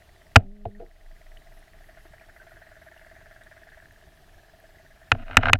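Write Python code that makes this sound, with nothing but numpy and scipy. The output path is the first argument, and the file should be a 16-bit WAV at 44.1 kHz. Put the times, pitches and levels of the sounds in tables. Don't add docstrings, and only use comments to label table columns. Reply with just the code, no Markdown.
import sys
import numpy as np
from scipy import signal
from scipy.fft import rfft, irfft
from scipy.io import wavfile
from scipy.ndimage import uniform_filter1d

SR = 44100
rng = np.random.default_rng(int(sys.argv[2]) if len(sys.argv) > 2 else 0)


def voltage_ratio(decibels):
    exponent = np.asarray(decibels, float) / 20
    return 10 ** exponent


def generate_wav(sig):
    pcm = np.round(np.clip(np.atleast_2d(sig).T, -1, 1) * 32767).astype(np.int16)
    wavfile.write(sys.argv[1], SR, pcm)


N = 246519

# (per Hz, relative)
HISS_COLOUR = [(12, -42), (20, 4), (91, -2), (262, -17), (377, -10), (499, -25.5), (642, -7), (976, -22),
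               (1220, -18.5), (1480, -20), (1660, -16.5), (2320, -22), (3200, -22), (7520, -31),
               (14300, -32.5), (16000, -40)]
HISS_DB, SURGE_DB = -57, -60.5
HUM_HZ, HUM_WIDTH_HZ, HUM_DB = 443, 9, -78

# time_s, strokes_made (count so far)
THUD_STROKES = [(.02, 0), (.161, 2), (.215, 3), (.909, 17), (1.622, 31), (1.678, 32), (1.809, 34),
                (2.139, 38), (2.366, 41), (2.472, 43), (3.414, 62), (3.827, 70), (3.874, 71), (4.486, 83),
                (4.853, 90), (5.57, 103)]
# time_s, level_db
LOAD = [(0, -66), (.6, -64.5), (1.699, -64), (1.901, -58.5), (2.8, -58), (3.84, -58), (3.87, -64.5),
        (4.3, -64.5), (4.7, -61.5), (5.1, -60.5)]
BODY_HZ = 850
WHEEZE_DB, WHEEZE_DB_PER_LOAD_DB = -64, 2.1
CLACK_DB, CLACK_DB_PER_S = -65, 3.5
# time_s, strokes_made (count so far)
TICK_STROKES = [(.022, 0), (.163, 2), (.219, 3), (1.013, 19), (1.421, 27), (1.628, 31), (1.95, 37),
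                (2.3, 43), (2.887, 52), (2.943, 53), (3.523, 64), (3.858, 70), (4.067, 74), (4.23, 77)]
# time_s, level_db (scale of the strongest tick), pitch_hz
TICK_TONE = [(0, -47, 1926), (1, -46.5, 1910), (1.95, -45, 1880), (2.62, -42.5, 1712), (3.84, -40, 1713),
             (4.25, -52.5, 1740)]

# (lift of the modes near 2.3 kHz, more above)
BLOWS = [(.3578, 9.5, 7.2, 2, 1.5), (.6535, -11.5, 3.1, 18, 8), (5.117, -1, 2.86, 0.5, 4),
         (5.3696, 7, 3.8, -7, 6.5), (5.532, 10, 2, -3.5, 11.5)]
# start_s, level_db (as for blows), low_db (lift of the low modes)
CLAW_SLIPS = [(5.149, -25, 4.5), (5.195, -43, 0), (5.227, -38, 8), (5.281, -34, -4), (5.297, -28.5, 6),
              (5.31, -26, -2), (5.32, -34, -1), (5.331, -28.5, -6), (5.344, -32, -10), (5.356, -36, -9),
              (5.387, -14, 5), (5.427, -19, 1), (5.4319, -5, -2), (5.4559, -2.5, -11), (5.4679, -6, 2),
              (5.4838, -3, -9), (5.4955, -3, -1), (5.553, -14.5, -14)]
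SLIP_MS, SLIP_HIGH_DB, SLIP_HIGH_PER_DB = 3.2, -10, -0.08
# pitch_hz, level_db (relative), t60_s
HOUSING_MODES = [(370.7, -19, 0.11), (449, -11, 0.067), (574, -18, 0.021), (678, -0.5, 0.04),
                 (724, -2, 0.028), (1066.7, -7.5, 0.018), (1440.6, 0, 0.016), (1575, -0.5, 0.018),
                 (1777, -6.5, 0.022), (1975, 7, 0.0067), (2538, 0, 0.012), (2776, -1.5, 0.0093),
                 (3240, -21.5, 0.011), (3596, -7.5, 0.0079), (4620, -19.5, 0.006), (5670, -29.5, .01),
                 (7000, -27.5, 0.0036), (9200, -28, 0.0027), (12600, -37, .005)]
# pitch_hz, level_db (relative), t60_s
MOUNT_MODES = [(98.9, 0, 0.079), (133.4, -3.5, 0.011)]
# pitch_hz, level_db (relative), t60_s
AIR_MODES = [(246.3, -6.5, 0.098), (200, -13, 0.029)]
THUMP_DB, THUMP_DB_PER_DOUBLING, THUMP_PER_LOW = -13.5, 5.5, .2
AIR_DB, AIR_DB_PER_DOUBLING = -28, 9

# start_s, level_db (added to that of each mode)
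SHOVES = [(.36, -26.5), (5.129, -31.5), (5.37, -20), (5.535, -20)]
# level_db (relative), t60_s
SWAY_MODES = [(-10, 4.6), (-8.5, 5), (6.5, 1.2), (7.5, .15)]
SWAY_PITCHES = [23.6, 27.75, 21, 36]

# start_s, length_s, level_db (before the fade),
# low_db (weight of the low modes), rumble_db (before the fade)
RATTLES = [(.37, 0.12, -31.5, 9.5, -22), (.66, 0.055, -40, 19.5, -49), (.795, .105, -38, 19, -48),
           (5.125, 0.07, -38, 6, -25.5), (5.376, .045, -24, 10, -11.5), (5.537, 0.038, -13.5, 4, -9.5)]
DRAGS = [(5.145, 0.099, -51, 2, -48.5), (5.249, .12, -50, 2, -54.5), (5.385, 0.1235, -32, 2, -38)]
RATTLE_FADE_DB, RATTLE_BEND, TREBLE_FADE_DB = -35.5, 1.7, -15
DRAG_GROWTH_DB, DRAG_EDGES = 6.5, 0.31
GRAINS_PER_S = 1500

# time_s, pitch_hz, level_db (added to that of each harmonic)
SHUDDER = [(0.401, 200, -39), (.48, 193.8, -35.5), (0.538, 209.2, -40.5), (0.699, 201.8, -42),
           (0.777, 207, -42), (.795, 203, -44)]
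SHUDDER_HARMONICS = [-1.5, -12, -20.5]

# start_s, level_db (before fade-in and decay), pitch_hz, t60_s
WATER_SNAPS = [(0.749, -40.5, 1847, 0.048), (3.925, -50, 11400, 0.0055), (4.6, -48, 11500, 0.005),
               (1.372, -40, 2990, 0.014), (1.59, -55, 10700, 0.022), (2.052, -42.5, 344, 0.045),
               (2.197, -46, 2390, 0.021), (2.399, -41.5, 1545, 0.074), (2.509, -46, 1450, 0.059),
               (2.977, -48, 2830, 0.022), (3.435, -51.5, 3730, 0.018), (3.437, -44, 8500, .003),
               (3.7, -57.5, 3720, .02), (4.039, -50.5, 376, 0.08), (4.784, -47.5, 1970, 0.049)]
# start_s, length_s, glide_hz (whole span), level_db (lowest tone)
SQUEAK_GLIDES = [(1.35, 0.069, 246.5, -80), (1.5, 0.11, 391, -75), (1.812, 0.11, 3, -75.5),
                 (1.98, 0.11, 398, -74.5), (2.323, 0.093, 305, -75.5), (2.48, .08, 98, -75),
                 (2.8, 0.11, -9, -76.5), (2.96, .07, 0, -77)]
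SQUEAK_HZ, SQUEAK_STEP_HZ, SQUEAK_LEAD = 10820, 535, .4


def evened(x):
    return x / np.sqrt(np.mean(x ** 2) + 1e-20)


def add(mix, s, sound):
    part = mix[round(s * SR):][:len(sound)]
    part += sound[:len(part)]


def ring(modes, length=.25):
    t = np.arange(round(length * SR)) / SR
    out = np.zeros(len(t))
    for hz, db, t60 in modes:
        swing_up = 1 - np.exp(-(1.27 * hz * t) ** 2)
        out += voltage_ratio(db - 60 * t / t60) * np.sin(2 * np.pi * hz * t) * swing_up
    return out


def resonate(x, hz, width):
    turn = np.exp(2j * np.pi * np.cumsum(hz * np.ones(len(x))) / SR)
    r = np.exp(-np.pi * width / SR)
    return 2 * (turn * signal.lfilter([1 - r], [1, -r], x / turn)).real


def hiss():
    frames, hz = N // 256 + 5, np.fft.rfftfreq(1024, 1 / SR)
    real, imaginary, patches = rng.standard_normal((frames, 513, 3)).T
    patches = evened(uniform_filter1d(uniform_filter1d(patches, 10, 0), 8, 1))
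    f, db = np.transpose(HISS_COLOUR)
    colour_db = np.interp(np.log(hz + 1), np.log(f + 1), db)[:, None]
    spectrum = (real + 1j * imaginary) * voltage_ratio(colour_db + 1.3 * patches)
    noise = signal.istft(spectrum, nperseg=1024, noverlap=768)[1][:N]
    return evened(noise) * voltage_ratio(HISS_DB)


def surge():
    slow = resonate(resonate(rng.standard_normal(N), 27, 17), 24, 20)
    return evened(slow) * voltage_ratio(SURGE_DB)


def hum():
    tone = resonate(resonate(rng.standard_normal(N), HUM_HZ, HUM_WIDTH_HZ), HUM_HZ, 30)
    return evened(tone) * voltage_ratio(HUM_DB)


def strokes(timing, rows):
    s, made = np.transpose(timing)
    at = np.interp(np.arange(made[-1]), made, s)
    train = np.zeros(N)
    train[(at * SR).astype(int)] = voltage_ratio(rng.standard_normal(len(at)))
    s, *columns = np.transpose(rows)
    return train, *(np.interp(np.arange(N) / SR, s, c) for c in columns)


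def thudding_machine():
    t = np.arange(3000) / SR
    train, thud_db = strokes(THUD_STROKES, LOAD)
    wheeze_db = WHEEZE_DB + WHEEZE_DB_PER_LOAD_DB * (thud_db + 61)
    clack_db = CLACK_DB + CLACK_DB_PER_S * np.arange(N) / SR
    early = np.roll(train, -330)
    kick = signal.oaconvolve(early, t / .003 * np.exp(1 - t / .003))[:N]
    puff = signal.oaconvolve(early, np.minimum(t / 0.0046, 1) * np.exp(-(t / 0.02) ** 2))[:N]
    noise = rng.standard_normal((3, N))
    blow = evened(np.roll(train, -220)) + .5 * evened((kick + .15) * noise[0])
    thud = evened(resonate(resonate(resonate(blow, 648, 46), 655, 180), 655, 240))
    rough_blow = blow + 3.5 * evened(blow * noise[1])
    thud += 0.19 * evened(resonate(resonate(rough_blow, BODY_HZ, 140), BODY_HZ, 250))
    breath = (puff + 0.28) * noise[2]
    wheeze = evened(resonate(resonate(resonate(breath, 1680, 600), 1600, 620), 1800, 1000))
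    clack = resonate(resonate(np.roll(train, 480), 1730, 158.6), 1730, 260)
    clack /= abs(clack).max()
    return voltage_ratio(thud_db) * thud + voltage_ratio(wheeze_db) * wheeze + voltage_ratio(clack_db) * clack


def ticking_machine():
    train, tick_db, tick_hz = strokes(TICK_STROKES, TICK_TONE)
    pair = train + 0.21 * np.roll(train, -330)
    tick = resonate(resonate(np.roll(pair, -40), tick_hz, 280), tick_hz, 420)
    return voltage_ratio(tick_db) * tick / abs(tick).max()


def knocks():
    out, ms_axis = np.zeros(N), np.arange(1500) / SR * 1000
    push = signal.windows.hann(220)
    rock, boom = (-signal.fftconvolve(push, ring(modes)) for modes in (MOUNT_MODES, AIR_MODES))
    slips = [(s, db, SLIP_MS, low_db, SLIP_HIGH_DB + SLIP_HIGH_PER_DB * db)
             for s, db, low_db in CLAW_SLIPS]
    for s, db, ms, low_db, high_db in list(BLOWS) + slips:
        doublings = np.log2(ms / 3)
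        thump_db = THUMP_DB + THUMP_DB_PER_DOUBLING * doublings + THUMP_PER_LOW * low_db
        air_db = AIR_DB + AIR_DB_PER_DOUBLING * doublings
        contact = rng.standard_normal(1500) * np.exp(-(ms_axis / ms) ** 2)
        contact[0] += 4.
        spread = rfft(contact)
        spread /= np.sqrt(uniform_filter1d(abs(spread) ** 2, size=7))
        contact = irfft(spread) * np.exp(-(ms_axis / (1.4 * ms)) ** 4)
        octaves = [-0.21, -0.08, 0.5, 0.5, 0.48, 1.5, 5.5]
        lift_db = [2.4 * low_db - 13, low_db, low_db, 0, 0, high_db, 2.0 * high_db]
        shell = [(hz, d + np.interp(np.log2(hz / 800), octaves, lift_db), t60)
                 for hz, d, t60 in HOUSING_MODES]
        rung = signal.fftconvolve(contact, ring(shell, .1))
        add(out, s, voltage_ratio(db - 9) * rung / rung[:400].std())
        add(out, s + 0.003, voltage_ratio(db + thump_db) * rock / abs(rock).max())
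        add(out, s + 0.0011, voltage_ratio(db + air_db) * boom / abs(boom).max())
    return out


def sway():
    out = np.zeros(N)
    modes = [(hz, *row) for hz, row in zip(SWAY_PITCHES, SWAY_MODES)]
    for s, db in SHOVES:
        add(out, s, voltage_ratio(db) * ring(modes, 4.4))
    return out


def scrapes():
    out = np.zeros(N)
    edges_hz = [0, 600, 900, SR]
    bodies = [ring([m for m in HOUSING_MODES if lo < m[0] < hi], .1)
              for lo, hi in zip(edges_hz, edges_hz[1:])]
    soft = signal.butter(6, 800, fs=SR)
    bodies[:2] = [signal.lfilter(*soft, body) for body in bodies[:2]]
    bodies.append(ring(list(MOUNT_MODES[:1]) + list(AIR_MODES[:1])))
    for k, (s, length, db, low_db, rumble_db) in enumerate(list(RATTLES) + list(DRAGS)):
        t = np.linspace(0, 1, round(length * SR))
        rattling = k < len(RATTLES)
        if rattling:
            shape = voltage_ratio(RATTLE_FADE_DB * t ** RATTLE_BEND) * signal.windows.tukey(len(t), .04)
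        else:
            shape = voltage_ratio(DRAG_GROWTH_DB * t) * signal.windows.tukey(len(t), DRAG_EDGES)
        sizes = voltage_ratio(4 * np.minimum(rng.exponential(1, len(t)), 3))
        happens = rng.random(len(t)) < GRAINS_PER_S / SR
        slips = sizes * rng.choice([-1, 1], len(t)) * happens
        deep, low, high, rumble = (evened(signal.fftconvolve(slips, body)[:len(t)]) for body in bodies)
        blunt = voltage_ratio(low_db)
        low = (low + deep * 1.7 * np.tanh((blunt / 8.) ** 2)) * blunt
        high = high * voltage_ratio(TREBLE_FADE_DB * t * rattling)
        grind = voltage_ratio(db) * (low + high) / np.sqrt(1 + blunt ** 2)
        add(out, s, (grind + voltage_ratio(rumble_db) * rumble) * shape)
    return out


def buzz():
    s, hz, level_db = np.transpose(SHUDDER)
    t = np.arange(s[0], s[-1], 1 / SR)
    turns, out = np.cumsum(np.interp(t, s, hz)) / SR, np.zeros(N)
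    for k, db in enumerate(SHUDDER_HARMONICS, 1):
        level = np.sqrt(2) * voltage_ratio(np.interp(t, s, level_db) + db)
        add(out, s[0], level * np.sin(2 * np.pi * k * turns))
    return out


def snaps():
    out = np.zeros(N)
    for s, db, hz, t60 in WATER_SNAPS:
        fade_in = np.minimum(np.arange(round(.1 * SR)) / (t60 * 1500), 1)
        add(out, s, ring([(hz, db, t60)], .1) * fade_in)
    return out


def squeaks():
    out = np.zeros(N)
    for s, length, glide_hz, db in SQUEAK_GLIDES:
        u = np.linspace(0, 1, round(length * SR))
        path = SQUEAK_HZ + glide_hz * (np.sin(np.pi / 2 * u) - SQUEAK_LEAD)
        tones = np.zeros(len(u))
        for k in range(3):
            turns = np.cumsum(path + k * SQUEAK_STEP_HZ) / SR
            tones += np.sin(2 * np.pi * turns) / (1 + 0.17 * k)
        add(out, s, voltage_ratio(db) * tones * signal.windows.tukey(len(u), .3))
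    return out


def scene():
    background = hiss() + surge() + hum() + thudding_machine() + ticking_machine()
    crab = knocks() + sway() + scrapes() + buzz()
    return (background + crab + snaps() + squeaks())[None]


def low_pass(x):
    return signal.sosfilt(signal.butter(12, 16590, fs=SR, output="sos"), x)


def record(dry):
    power_db = 10 * np.log10(signal.lfilter([.001], [1, -.999], dry[0] ** 2) + 1e-12)
    fall = np.arange(N) * 14. / SR
    wanted_db = np.maximum(power_db + 21.5, 0) * 0.6
    cut_db = np.maximum(np.maximum.accumulate(wanted_db + fall) - fall, 0)
    late_cut_db = signal.lfilter([.002], [1, -.998], cut_db)
    x = dry * voltage_ratio(-late_cut_db)
    clipped = 0.88 * np.tanh((abs(x) / 0.89) ** 3) ** (1 / 3) * np.sign(x)
    return low_pass(clipped)


dry = scene()
out = record(dry)
generate_wav(out)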